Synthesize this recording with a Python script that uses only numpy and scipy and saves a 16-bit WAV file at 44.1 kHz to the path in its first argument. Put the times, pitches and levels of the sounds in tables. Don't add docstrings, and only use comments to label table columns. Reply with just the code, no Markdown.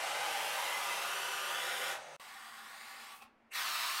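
import sys
import numpy as np
from scipy import signal
from scipy.fft import rfft, irfft
from scipy.io import wavfile
from scipy.ndimage import uniform_filter1d, map_coordinates

SR = 44100
rng = np.random.default_rng(int(sys.argv[2]) if len(sys.argv) > 2 else 0)


def output_pcm(signal):
    pcm = np.clip(np.atleast_2d(signal).T, -1, 1) * 32767
    wavfile.write(sys.argv[1], SR, np.round(pcm).astype(np.int16))


N = 176400
TIME = np.arange(N) / SR
HZ = np.fft.rfftfreq(N, 1 / SR)

# frequency in Hz, relative level in dB.
DESCENDING_COLOUR = [(60, -41.5), (200, -27.5), (254, -20.5), (286, -29.5), (335, -12), (385, -15),
                     (461, -10), (510, -1), (572, 1.5), (635, -5), (830, 1), (900, -5), (950, 1.5),
                     (1109, -5), (1201, 0.5), (1466, -3.5), (1526, -2), (1938, -4.5), (2017, -2),
                     (2185, -5), (3005, -4.5), (4134, -11.5), (6158, -14), (6940, -15), (8470, -15),
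                     (11651, -15.5), (15400, -24.5)]
SEALED_COLOUR = [(60, -30), (200, -25), (400, -19), (490, -6.5), (570, 2.5), (660, -1.5), (820, 0),
                 (1070, -8), (1200, -4.5), (2270, -13), (2750, -12), (4400, -20), (5700, -18.5),
                 (9900, -25.5), (13000, -36), (15400, -36)]
CARRYING_COLOUR = [(60, -48), (200, -30), (310, -32.5), (440, -24.5), (610, -16.5), (700, -11), (790, -3),
                   (930, -8), (1130, 1.5), (1300, -8.5), (1440, -2), (1530, -7), (1640, -5), (1760, -5),
                   (1950, -5.5), (2460, -10.5), (4130, -13.5), (5700, -19), (6400, -20.5), (8800, -18),
                   (10800, -23), (13100, -22.5), (15400, -25)]
RIM_LEAK_COLOUR = [(2000, -32), (6000, -12), (10000, -3), (13000, -6), (15500, -4)]
SHUTTING_COLOUR = [(200, -33), (440, -17), (660, -23), (775, 3.5), (940, -14), (1110, 2), (1400, -12),
                   (2100, -14), (2620, -3), (3000, -18), (4100, -18.5), (6200, -26.5), (15400, -28)]
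SPIT_COLOUR = [(200, -33), (800, -10), (1600, -9.5), (2300, -1), (2900, 1.5), (3500, -34), (8000, -13),
               (15000, -28)]
RISING_COLOUR = [(60, -45), (200, -37), (280, -26.5), (380, -23), (450, -25.5), (640, -8), (720, -8),
                 (820, -4), (1050, 0), (1230, 0), (1580, -3.5), (1940, -1.5), (3250, -5), (4400, -4),
                 (6900, -13), (8800, -12), (10800, -15.5), (13100, -12.5), (15400, -14.5)]
# time in seconds, level in dB.
DESCENDING_FLOW = [(0, -39.5), (.33, -38.5), (.65, -38.5), (1, -39), (1.5, -40), (1.915, -39),
                   (1.955, -47.5), (1.985, -64), (2.03, -74)]
SEALED_FLOW = [(1.922, -46), (1.97, -48), (2.05, -52), (2.176, -51.5)]
CARRYING_FLOW = [(2.182, -51.5), (2.3, -52), (2.45, -51.5), (3.0, -50), (3.13, -52), (3.18, -62.5),
                 (3.22, -75)]
RIM_LEAK_FLOW = [(3.1, -76), (3.16, -57), (3.21, -69), (3.245, -72)]
SHUTTING_FLOW = [(3.14, -57), (3.17, -68), (3.205, -63), (3.227, -47.5), (3.244, -66), (3.27, -75)]
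SPIT_FLOW = [(3.502, -83), (3.518, -49.5), (3.53, -49), (3.56, -61), (3.6, -70)]
RISING_FLOW = [(3.511, -79), (3.535, -47), (3.553, -38.5), (3.75, -38), (4, -38)]
# time in seconds, pitch in Hz.
HOLLOW_PITCH = [(0, 715), (.3, 796), (.6, 879.6), (1, 968)]
GAP_PITCH = [(.9, 3074), (1.45, 3300), (1.62, 3623), (1.95, 3786)]
# pitch in Hz, width in Hz, relative level in dB.
AIR_MODES = [(1221, 22, -6), (1438, 25, -2.5), (2810, 26, -17), (3024, 64, -10)]
# time in seconds, level in dB.
HOLLOW_LEVEL = [(0, -50), (.15, -49), (.35, -46.5), (.6, -57), (.85, -68), (1.1, -87)]
GAP_LEVEL = [(.9, -57), (1.45, -60), (1.62, -51), (1.91, -62), (1.98, -72)]
AIR_MODES_LEVEL = [(0, -59), (.7, -62), (1.2, -52), (1.9, -48), (1.98, -77)]
# time in seconds, gain in dB.
TREBLE_SHADE = [(0, -8), (.15, -7.5), (.4, -1.5)]
# time in seconds, lag behind the direct sound in ms.
HAND_LAG = [(0, .38), (.7, .335), (1.4, .345), (2.17, .33), (2.19, .235)]
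TABLE_LAG = [(0, 1.44), (.1, 1.35), (.3, 1.24), (.45, 1.185), (.6, 1.086), (.8, .89), (1, .79),
             (1.19, .668), (1.27, .664), (1.34, .7), (1.41, .7), (1.52, .658), (1.66, .568), (1.8, .584),
             (1.91, .562), (2, .49), (2.09, .46), (2.165, .485), (2.19, .32), (2.24, .35), (2.29, .41),
             (2.39, .605), (2.48, .642), (2.62, .595), (2.74, .462), (2.82, .431), (3, .428), (3.06, .39),
             (3.14, .33), (3.24, .35), (3.5, .47), (3.55, .495), (3.6, .572), (3.66, .675), (3.75, .772),
             (3.81, .786), (3.9, .736), (4, .665)]
# time in seconds, level against the direct sound in dB.
HAND_LEVEL = [(0, -35), (.9, -20), (1.4, -22), (1.9, -20), (2.5, -17), (3.2, -16), (3.6, -38)]
TABLE_LEVEL = [(0, -15), (.6, -11.5), (1.2, -7), (1.8, -6.5), (2.3, -9.5), (2.6, -9), (2.85, -5.5),
               (3.15, -10), (3.6, -7), (4, -10)]
# frequency in Hz, seconds to fall by 60 dB.
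ROOM_T60 = [(200, 0.19), (1000, 0.28), (4000, 0.24), (14000, 0.12)]
# frequency in Hz, relative level in dB.
ROOM_TONE = [(25, -5.5), (70, -7.5), (130, -8), (260, 0.5), (370, -4), (700, -1.5), (1300, -3), (2300, -9),
             (4000, -22), (7000, -32), (15000, -40)]
# start and end in seconds, pitch and width in Hz, level in dB.
HUMS = [(0, 2.18, 151.4, 14, -75.5), (2.18, 4, 226.2, 16, -76.5)]
# start and end in seconds, pitch and waver in Hz, level in dB.
WHISTLES = [(.22, .88, 834, 11, -49), (.645, .99, 2038, 14, -48.5), (1.62, 1.93, 712, 35, -56),
            (1.68, 1.96, 2039, 14, -57)]


def amp(db):
    return 10 ** (np.asarray(db) / 20)


def unit(x):
    return x / np.sqrt(np.mean(x ** 2) + 1e-20)


def curve(points):
    return np.interp(TIME, *np.transpose(points))


def spectrum(points, hz):
    f, value = np.transpose(points)
    return np.interp(np.log(hz + 1), np.log(f), value)


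def envelope(points):
    seconds, db = np.transpose(points)
    before = db[0] if seconds[0] < .1 else -150
    after = db[-1] if seconds[-1] > TIME[-1] - .1 else -150
    return amp(np.interp(TIME, seconds, db, left=before, right=after))


def lowpass(corner_hz, order):
    return 1 / (1 + (HZ / corner_hz) ** order)


def noise(gain):
    return unit(irfft(rfft(rng.standard_normal(N)) * gain, N))


def delayed(x, lag_ms):
    return map_coordinates(x, [np.arange(N) - lag_ms * SR / 1000], order=5)


def resonance(hz, width_hz):
    band = signal.hilbert(noise(1 / (1 + ((HZ - SR / 4) / width_hz * 2) ** 2)))
    turns = np.cumsum(hz * np.ones(N)) / SR - np.arange(N) / 4
    return unit((band * np.exp(2j * np.pi * turns)).real)


def ejector(flutter_db=.45, flutter_hz=44.2):
    states = [(DESCENDING_COLOUR, DESCENDING_FLOW), (SEALED_COLOUR, SEALED_FLOW),
              (CARRYING_COLOUR, CARRYING_FLOW), (RIM_LEAK_COLOUR, RIM_LEAK_FLOW),
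              (SHUTTING_COLOUR, SHUTTING_FLOW), (SPIT_COLOUR, SPIT_FLOW), (RISING_COLOUR, RISING_FLOW)]
    air = sum(noise(amp(spectrum(colour, HZ))) * envelope(flow) for colour, flow in states)
    air += resonance(curve(HOLLOW_PITCH), width_hz=210) * envelope(HOLLOW_LEVEL)
    air += resonance(curve(GAP_PITCH), width_hz=320) * envelope(GAP_LEVEL)
    modes = sum(resonance(hz, width) * amp(db) for hz, width, db in AIR_MODES)
    air += modes * envelope(AIR_MODES_LEVEL)
    return air * amp(flutter_db * noise(lowpass(flutter_hz, 2)))


def overhead_shade(x, corner_hz=11000):
    treble = irfft(rfft(x) * (1 - lowpass(corner_hz, 8)), N)
    return x + treble * (amp(curve(TREBLE_SHADE)) - 1)


def table_lag_ms():
    return uniform_filter1d(curve(TABLE_LAG), size=1700)


def hand_reflection(x):
    strength = amp(curve(HAND_LEVEL))
    return (x + strength * delayed(x, curve(HAND_LAG))) / np.sqrt(1 + strength ** 2)


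def table_reflection(x, dull_hz=18000, trailing_ms=.15, trailing_db=-17):
    lag_ms, strength = table_lag_ms(), amp(curve(TABLE_LEVEL))
    dull = irfft(rfft(x) * np.sqrt(lowpass(dull_hz, 4)), N)
    echo = delayed(dull, lag_ms) + amp(trailing_db) * delayed(dull, lag_ms + trailing_ms)
    return (x + strength * echo) / np.sqrt(1 + strength ** 2)


def clutter(x, count=6, above_hz=2000, level_db=-22):
    treble = irfft(rfft(x) * (1 - lowpass(above_hz, 2)), N)
    lags_ms = rng.uniform(.7, 2.4, count)
    drifts = rng.uniform(-.45, .5, count)
    echoes = sum(delayed(treble, lag + drift * table_lag_ms()) for lag, drift in zip(lags_ms, drifts))
    return amp(level_db) * echoes


def room(x, step_ms=.22, level_db=-5.5):
    lag_ms, wet = table_lag_ms(), np.zeros(N)
    for centre_ms in np.arange(lag_ms.min(), lag_ms.max() + step_ms, step_ms):
        share = np.cos(np.pi / 2 * np.clip((lag_ms - centre_ms) / step_ms, -1, 1))
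        hz, age, bands = signal.stft(rng.standard_normal(SR // 2), SR, nperseg=256)
        decay = amp(-60 * age / spectrum(ROOM_T60, hz)[:, None])
        tail = signal.istft(bands * decay, SR, nperseg=256)[1]
        tail[:100] = 0
        wet += signal.fftconvolve(x * share, tail / np.linalg.norm(tail))[:N]
    return amp(level_db) * wet


def background(tone_db=-70):
    hum = sum(resonance(hz, width) * amp(db) * ((TIME >= start) & (TIME < end))
              for start, end, hz, width, db in HUMS)
    return hum + amp(tone_db) * noise(amp(spectrum(ROOM_TONE, HZ)))


def whistle(start, end, hz, waver_hz, db, fade_s=.05, flicker_db=3.5):
    fade = np.clip(np.minimum(TIME - start, end - TIME) / fade_s, 0, 1)
    slow = lowpass(corner_hz=30, order=2)
    pitch = hz + waver_hz * noise(slow)
    tone = np.sin(2 * np.pi * np.cumsum(pitch) / SR)
    return unit(tone * amp(flicker_db * noise(slow))) * amp(db) * fade


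def fruit_thud(start_s=3.232, attack_s=.004, t60_s=.13, level_db=-71):
    age = np.maximum(TIME - start_s, 0)
    attack = np.minimum(age / attack_s, 1)
    return noise(lowpass(corner_hz=200, order=4)) * attack * amp(level_db - 60 * age / t60_s)


def scene():
    air = overhead_shade(ejector())
    whistles = sum(whistle(*row) for row in WHISTLES)
    close_hiss = table_reflection(hand_reflection(air)) + clutter(air)
    mono = close_hiss + room(air) + whistles + fruit_thud() + background()
    return np.array([mono, mono])


def record(dry, dip_start_s=2.165, dip_end_s=2.1975, dip_db=-34, edge_hz=15850):
    dip = (TIME > dip_start_s) & (TIME < dip_end_s)
    band_limit = signal.firwin(511, edge_hz, window=("kaiser", 9), fs=SR)
    return signal.oaconvolve(dry * amp(dip_db * dip), band_limit[None], "same")


dry = scene()
out = record(dry)
output_pcm(out)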